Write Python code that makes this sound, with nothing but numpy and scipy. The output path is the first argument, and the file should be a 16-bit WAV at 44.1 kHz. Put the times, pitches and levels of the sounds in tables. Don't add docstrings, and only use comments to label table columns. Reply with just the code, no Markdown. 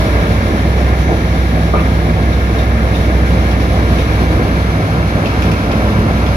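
import sys
import numpy as np
from scipy.fft import rfft, irfft, next_fast_len
from scipy.io import wavfile
from scipy.ndimage import map_coordinates

SR = 44100
rng = np.random.default_rng(int(sys.argv[2]) if len(sys.argv) > 2 else 0)


def master_out(mix):
    frames = np.transpose(np.atleast_2d(mix))
    ceiling = np.clip(frames, -1, 1)
    pcm = np.round(ceiling * 32767).astype(np.int16)
    wavfile.write(sys.argv[1], SR, pcm)


N = 280476
TIME = np.arange(N) / SR

# f/Hz, relative level/dB
FAN_COLOUR = [(1800, -10), (3000, 1), (3700, 0), (4300, -2.5), (4900, -6.5), (5700, -5.5), (7000, -14),
              (8100, -24.5), (9000, -14), (10500, -12), (12500, -15.5), (14500, -22.5), (16000, -48)]


def amp(db):
    return 10 ** (np.asarray(db) / 20)


def unit(x):
    return x / np.sqrt(np.mean(x ** 2) + 1e-20)


def along(points, hz):
    f, value = np.transpose(points)
    return np.interp(np.log(hz + 1), np.log(f + 1), value)


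def curve(points):
    s, value = np.transpose(points)
    return np.interp(TIME, s, value)


def wobble(rate):
    knots = rng.standard_normal(int(N * rate / SR) + 4)
    return map_coordinates(knots, [np.arange(N) * rate / SR])


def swell(peak_s, rise_s, fall_s):
    t = TIME - peak_s
    return np.where(t < 0, np.exp(-(t / rise_s) ** 2), np.exp(-np.abs(t) / fall_s))


def filtered(x, response):
    n = x.shape[-1]
    padded = next_fast_len(n + SR // 4)
    spectrum = rfft(x, padded) * response(np.fft.rfftfreq(padded, 1 / SR))
    return irfft(spectrum, padded)[..., :n]


def resonances(modes, f):
    total = 0
    for k, (centre, width, db) in enumerate(modes):
        damping = 1j * f * width
        total = total + (-1) ** k * amp(db) * damping / (centre * centre - f * f + damping)
    return total


def diffuse(n):
    # f/Hz, likeness (1 = the same)
    likeness = [(100, .985), (200, .96), (320, .92), (480, .83), (680, .9), (1000, .74), (1250, .58),
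                (1550, .85), (1900, .5), (2250, .76), (2700, .4), (4000, .28), (8000, .08)]

    def mid_and_side(hz):
        angle = np.arccos(np.clip(along(likeness, hz), 0, 1)) / 2
        return np.array([np.cos(angle), np.sin(angle)])

    mid, side = filtered(rng.standard_normal((2, n)), mid_and_side)
    return np.array([mid + side, mid - side])


def rush(colour):
    return unit(filtered(diffuse(N), lambda hz: amp(along(colour, hz))))


def chatter(n, response):
    grains = amp(2.2 * wobble(380)[:n])
    return unit(filtered(grains * diffuse(n), response))


def add(track, s, sound):
    part = track[:, round(s * SR):][:, :sound.shape[1]]
    part += sound[:, :part.shape[1]]


def turned():
    midpoint_s, time_constant_s = 4.28, 0.54
    return .5 + .5 * np.tanh((TIME - midpoint_s) / (2 * time_constant_s))


def swung(x):
    shrink_s = .00009
    shift = shrink_s * SR * turned() / 2
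    left, right = x
    earlier_left = map_coordinates(left, [np.arange(N) + shift])
    later_right = map_coordinates(right, [np.arange(N) - shift])
    return np.array([earlier_left, later_right])


def level(db, load_db, turn_db):
    # t/s, added level/dB
    effort = [(0, 0.7), (1.5, -0.34), (2.2, -0.5), (3.2, 0.5), (4.1, 0.6), (4.9, -0.9), (5.4, 0.25),
              (6.36, -0.5)]
    load = swell(peak_s=0.19, rise_s=0.59, fall_s=0.19)
    return db + curve(effort) + load_db * load + turn_db * turned()


def hollows():
    # f/Hz, width/Hz, level per pass/dB
    low_modes = [(559, 63, -0.5), (646, 99, -1)]
    high_modes = [(987, 294, 3), (1124, 306, 4.5), (1345, 280, 1)]

    def ringing(modes):
        return unit(filtered(diffuse(N), lambda f: resonances(modes, f) ** 2))

    low = amp(level(-36.5, load_db=11, turn_db=4.8)) * ringing(low_modes)
    high = amp(level(-40, load_db=9.7, turn_db=12.6)) * ringing(high_modes)
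    return low + high


def squeaks(waver_hz=5):
    # f/Hz, level/dB, peak t/s, rise/s, fall/s
    squeak_notes = [(5620, -51, .55, .5, .4), (6169, -42, 1.09, .14, .2), (7220, -53, 3.45, .1, .2),
                    (6010, -51, 4.0, .12, .25)]
    out = 0
    for hz, db, peak_s, rise_s, fall_s in squeak_notes:
        pitch = hz + waver_hz * wobble(39)
        note = np.sin(2 * np.pi * np.cumsum(pitch) / SR)
        out = out + amp(db) * swell(peak_s, rise_s, fall_s) * note
    return out


def pings(note_hz=3684, t60=0.16, attack_s=0.0041, tick_db=-5, tick_t60=0.35):
    # t/s, level/dB, waver of the note/Hz
    slips = [(2.323, -30, 120), (2.583, -26, 100), (2.949, -26, 40), (3.9878, -27, 55)]
    out, t = np.zeros((2, N)), np.arange(SR // 4) / SR
    for s, db, waver_hz in slips:
        roughness = np.array([wobble(380)[:len(t)] for side in out])
        hz = note_hz + waver_hz * roughness
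        ring = np.sin(2 * np.pi * np.cumsum(hz, axis=1) / SR) * amp(-60 * t / t60)
        tick = chatter(len(t), lambda f: amp(along(FAN_COLOUR, f))) * amp(tick_db - 60 * t / tick_t60)
        add(out, s, amp(db) * (ring + tick) * (1 - np.exp(-t / attack_s)))
    return out


def rattles(ring_db=-4.5, crack_db=-9.5, ring_t60=0.2, crack_t60=0.27, snap_db=-9, snap_t60=.04):
    # f/Hz, width/Hz, level per pass/dB
    joint_modes = [(2540, 530, 4.5), (3430, 310, 1), (5100, 840, -1.5)]
    # t/s, level/dB, brightness/dB per octave above the lowest resonance (half for the crack)
    rattle_hits = [(.801, -32, 6), (2.943, -25.5, -12), (3.5099, -25.5, 0), (3.6022, -27, 0),
                   (3.985, -25.5, -10), (5.257, -21, -6), (5.4218, -22.5, 3), (5.515, -22.5, 1),
                   (5.7152, -22.5, -3), (6.2629, -24, -2)]
    out, t = np.zeros((2, N)), np.arange(SR // 4) / SR
    lowest_hz = joint_modes[0][0]

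    def joint(f):
        return resonances(joint_modes, f) ** 2

    for s, db, tilt_db in rattle_hits:
        def tilt(f):
            return amp(tilt_db * np.log2(np.maximum(f, lowest_hz) / lowest_hz))

        ring = chatter(len(t), lambda f: tilt(f) * joint(f))
        ring *= amp(ring_db - 60 * t / ring_t60)
        crack = chatter(len(t), lambda f: tilt(f) ** .5 * amp(along(FAN_COLOUR, f)))
        crack *= amp(crack_db - 60 * t / crack_t60)
        snap = 1 + amp(snap_db - 60 * t / snap_t60)
        add(out, s, amp(db) * (ring + crack) * snap)
    scrape = amp(-35.5) * swell(peak_s=5.31, rise_s=.06, fall_s=.65) * chatter(N, joint)
    return out + scrape


def clunks(scatter_db=-2, scatter_t60=0.33, crack_db=0, crack_t60=0.022, attack_s=0.0015):
    # t/s, level/dB, lowest f/Hz and highest f/Hz that the blow excites
    blows = [(1.089, -13, 215, 790), (1.112, -15.5, 510, 820), (1.736, -13, 310, 1400),
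             (1.7508, -20, 400, 2600), (1.7707, -21, 890, 2700), (1.7902, -21, 890, 2900)]
    # f/Hz, level/dB, time to fade by 60 dB/s
    plate_modes = [(285, -2, .19), (435, -5, .17), (500, -7, .2), (640, -4, .19), (760, -5, .19),
                   (1010, -12, .18), (1163, -8, .2), (1211, -1, .25), (1297, -4, .13), (1540, -10, .14),
                   (2330, -11, .25), (2590, -11, .32)]
    # f/Hz, relative level/dB
    scatter_colour = [(150, -13), (300, 10), (800, -6), (1400, -4), (1900, -11), (2600, -13), (4000, -26),
                      (9000, -45)]
    thud_ratio, thud_db, thud_t60 = 1.35, 5, .06
    out, t = np.zeros((2, N)), np.arange(SR // 3) / SR
    for s, db, low_hz, high_hz in blows:
        def contact(hz):
            below_top = 1 / (1 + (hz / high_hz) ** 12)
            return below_top / (1 + (low_hz / (hz + 1)) ** 6)

        ring = 0
        for hz, mode_db, t60 in plate_modes:
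            phase = 2 * np.pi * rng.random() + .5 * rng.standard_normal((2, 1))
            fade = amp(mode_db - 60 * t / t60)
            ring = ring + contact(hz) * fade * np.sin(2 * np.pi * hz * t + phase)
        scatter = chatter(len(t), lambda hz: contact(hz) * amp(along(scatter_colour, hz)))
        scatter *= amp(scatter_db - 60 * t / scatter_t60) + amp(crack_db - 60 * t / crack_t60)
        thud = amp(thud_db - 60 * t / thud_t60) * np.sin(2 * np.pi * thud_ratio * low_hz * t)
        add(out, s, amp(db) * (thud + ring + scatter) * (1 - np.exp(-t / attack_s)))
    return out


def knocks(per_s=70, low_hz=200, high_hz=2500, cycles_to_fade=40):
    base_db, spread_db, db_per_octave = -20, 3, -3.6
    out, t = np.zeros((2, N)), np.arange(SR // 10) / SR
    for when, note, size, side in rng.random((int(per_s * N / SR), 4)):
        hz = low_hz * (high_hz / low_hz) ** note
        db = base_db + spread_db * (2 * size - 1) + db_per_octave * np.log2(hz / low_hz)
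        side_phase = np.array([[1], [-1]]) * (side - .5)
        ring = np.sin(2 * np.pi * hz * t + side_phase) * (1 - np.exp(-hz * t))
        fade = amp(db - 60 * hz * t / cycles_to_fade)
        add(out, when * (N - 1) / SR, fade * ring)
    return out


def fan_hiss():
    # t/s, level/dB
    hiss_level = [(0, -29.5), (.2, -31.5), (.6, -33), (1.4, -33.5), (2.7, -34), (3.2, -32.8), (4.1, -32),
                  (4.9, -33.5), (5.5, -33), (6.36, -33)]
    return amp(curve(hiss_level) + 0.63 * wobble(21.98)) * rush(FAN_COLOUR)


def firings(cycles, colour, count, decay, size=4096):
    place = np.arange(size) / size
    barks = rng.standard_normal(size) * np.exp(-decay * (place * count % 1))
    train = np.interp(cycles % 1, place, barks)
    return unit(filtered(train, lambda hz: amp(along(colour, hz))))


def block_clatter(steady):
    # f/Hz, relative level/dB
    block_colour = [(500, -45), (900, -0.5), (1250, 0), (1520, 2), (1680, 6), (1930, -3), (2090, 0.5),
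                    (2300, -0.5), (2420, -6), (2760, -6), (2900, -16), (4500, -43)]
    block = unit(rush(block_colour) + amp(-9.5) * firings(steady, block_colour, count=1, decay=1))
    surge_db = 2.2 * swell(peak_s=.17, rise_s=.07, fall_s=.08)
    return amp(level(-26, load_db=0.54, turn_db=-0.2) + surge_db + 0.77 * wobble(70)) * block


def engine_rumble(deep, steady):
    # f/Hz, relative level/dB
    pipe_colour = [(30, -30), (70, -6.5), (160, 7), (260, -5), (400, -10.5), (700, -10), (1000, -16.5),
                   (1700, -15), (2400, -20.5), (3500, -79)]
    # f/Hz, relative level/dB
    rumble_colour = [(15, -36), (32, -14), (55, 1), (122, -1.5), (165, 1.5), (215, 0.6), (255, -3.5),
                     (315, -1.8), (385, -7), (760, -8.5), (860, -17), (1200, -18), (2000, -63)]
    barks = amp(-6.5) * firings(steady, pipe_colour, count=8, decay=1.73)
    barks += amp(-8.5) * firings(deep, pipe_colour, count=5, decay=1.7)
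    throb = amp(0.27 + 1.7 * wobble(22))
    return amp(level(-18.5, load_db=0, turn_db=1.66)) * (barks + throb * rush(rumble_colour))


def exhaust(cycles, orders, unsteady_db):
    out = 0
    for k, db in orders:
        strength = amp(db + unsteady_db * wobble(7.3))
        out = out + strength * np.sin(2 * np.pi * (k * cycles + rng.random()))
    return out


def booms(cycles, rows):
    out = 0
    for k, db, peak_s, half_s in rows:
        envelope = np.exp(-((TIME - peak_s) / half_s) ** 2)
        out = out + envelope * exhaust(cycles, [(k, db)], unsteady_db=1)
    return out


def exhaust_drone(deep, steady):
    # t/s, level/dB
    deep_level = [(0, -15.5), (.35, -19.5), (.9, -15.5), (2.0, -16.5), (2.45, -16.5), (3.3, -14.5),
                  (4.4, -17.5), (5.0, -22.5), (6.36, -20)]
    # multiple of the engine cycle, level within the stack/dB
    deep_orders = [(4, -12.5), (5, 4.5), (6, -13), (25, -17), (26, -22), (27, -20.5), (37, -18)]
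    steady_orders = [(3, -14.5), (6, -11.5), (7, -1), (8, 1.5), (10, -13), (12, -15), (14, -14), (17, -14),
                     (18, -12), (19, -14.5), (20, -11.5), (26, -14.5), (32, -18), (34, -14), (40, -14.5)]
    # t/s, level/dB
    beat_level = [(0, -18.5), (2.5, -34), (3.8, -29), (4.9, -21), (6.36, -19)]
    # multiple of the engine cycle, level/dB, peak t/s, half length/s
    deep_booms = [(13, -20, 1.8, .5), (18, -20, 2.77, .14), (13, -17.5, 3.32, .16), (8, -21, 4.4, .45),
                  (13, -23, 4.8, .6), (17, -19, 5.9, .3)]
    steady_booms = [(12, -21, .7, .45), (17, -23, .4, .6)]
    drone = amp(curve(deep_level)) * exhaust(deep, deep_orders, unsteady_db=0.5)
    drone += booms(deep, deep_booms) + booms(steady, steady_booms)
    drone += amp(curve(beat_level)) * np.sin(2 * np.pi * (5 * steady + rng.random()))
    steady_gain = amp(level(-20.5, load_db=0.92, turn_db=2.2))
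    return drone + steady_gain * exhaust(steady, steady_orders, unsteady_db=2.0)


def deep_firing_rate():
    sag_hz = 2.9 * swell(peak_s=0.27, rise_s=0.4525, fall_s=.17)
    overshoot_hz = 1.6 * swell(peak_s=.74, rise_s=0.2212, fall_s=.42)
    return 62.55 - sag_hz + overshoot_hz + 0.0945 * wobble(3)


def engines():
    deep = np.cumsum(deep_firing_rate() / 5) / SR
    steady = np.cumsum(13.0 + .012 * wobble(6)) / SR
    low_sound = exhaust_drone(deep, steady) + engine_rumble(deep, steady)
    return low_sound + swung(block_clatter(steady) + fan_hiss())


def scene():
    # f/Hz, left minus right/dB
    balance = [(60, -1.76), (330, -0.5), (500, -3.5), (720, 1), (900, 1.5), (1250, 1.5), (1600, 4.5),
               (2000, -1.5), (2500, -4.5), (3100, 2.5), (4200, 4.5), (5200, 4.5), (6500, -2), (10000, 1.5)]
    # f/Hz, head start of the right side/ms
    right_lead = [(150, 0.038), (400, 0.16), (700, 0.15), (1000, 0.27), (1300, 0.28), (1700, 0.37),
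                  (2400, 0.49), (4000, 0.527)]
    sides = np.array([[.5], [-.5]])

    def microphones(hz):
        delay_s = sides * along(right_lead, hz) / 1000
        return amp(sides * along(balance, hz)) * np.exp(-2j * np.pi * hz * delay_s)

    machine = engines() + knocks() + hollows()
    steel = clunks() + pings() + rattles() + squeaks()
    return filtered(machine + steel, microphones)


def record(dry):
    rounded = dry / (1 + dry ** 12) ** (1 / 12)
    return filtered(rounded, lambda hz: hz < 15150)


dry = scene()
out = record(dry)
master_out(out)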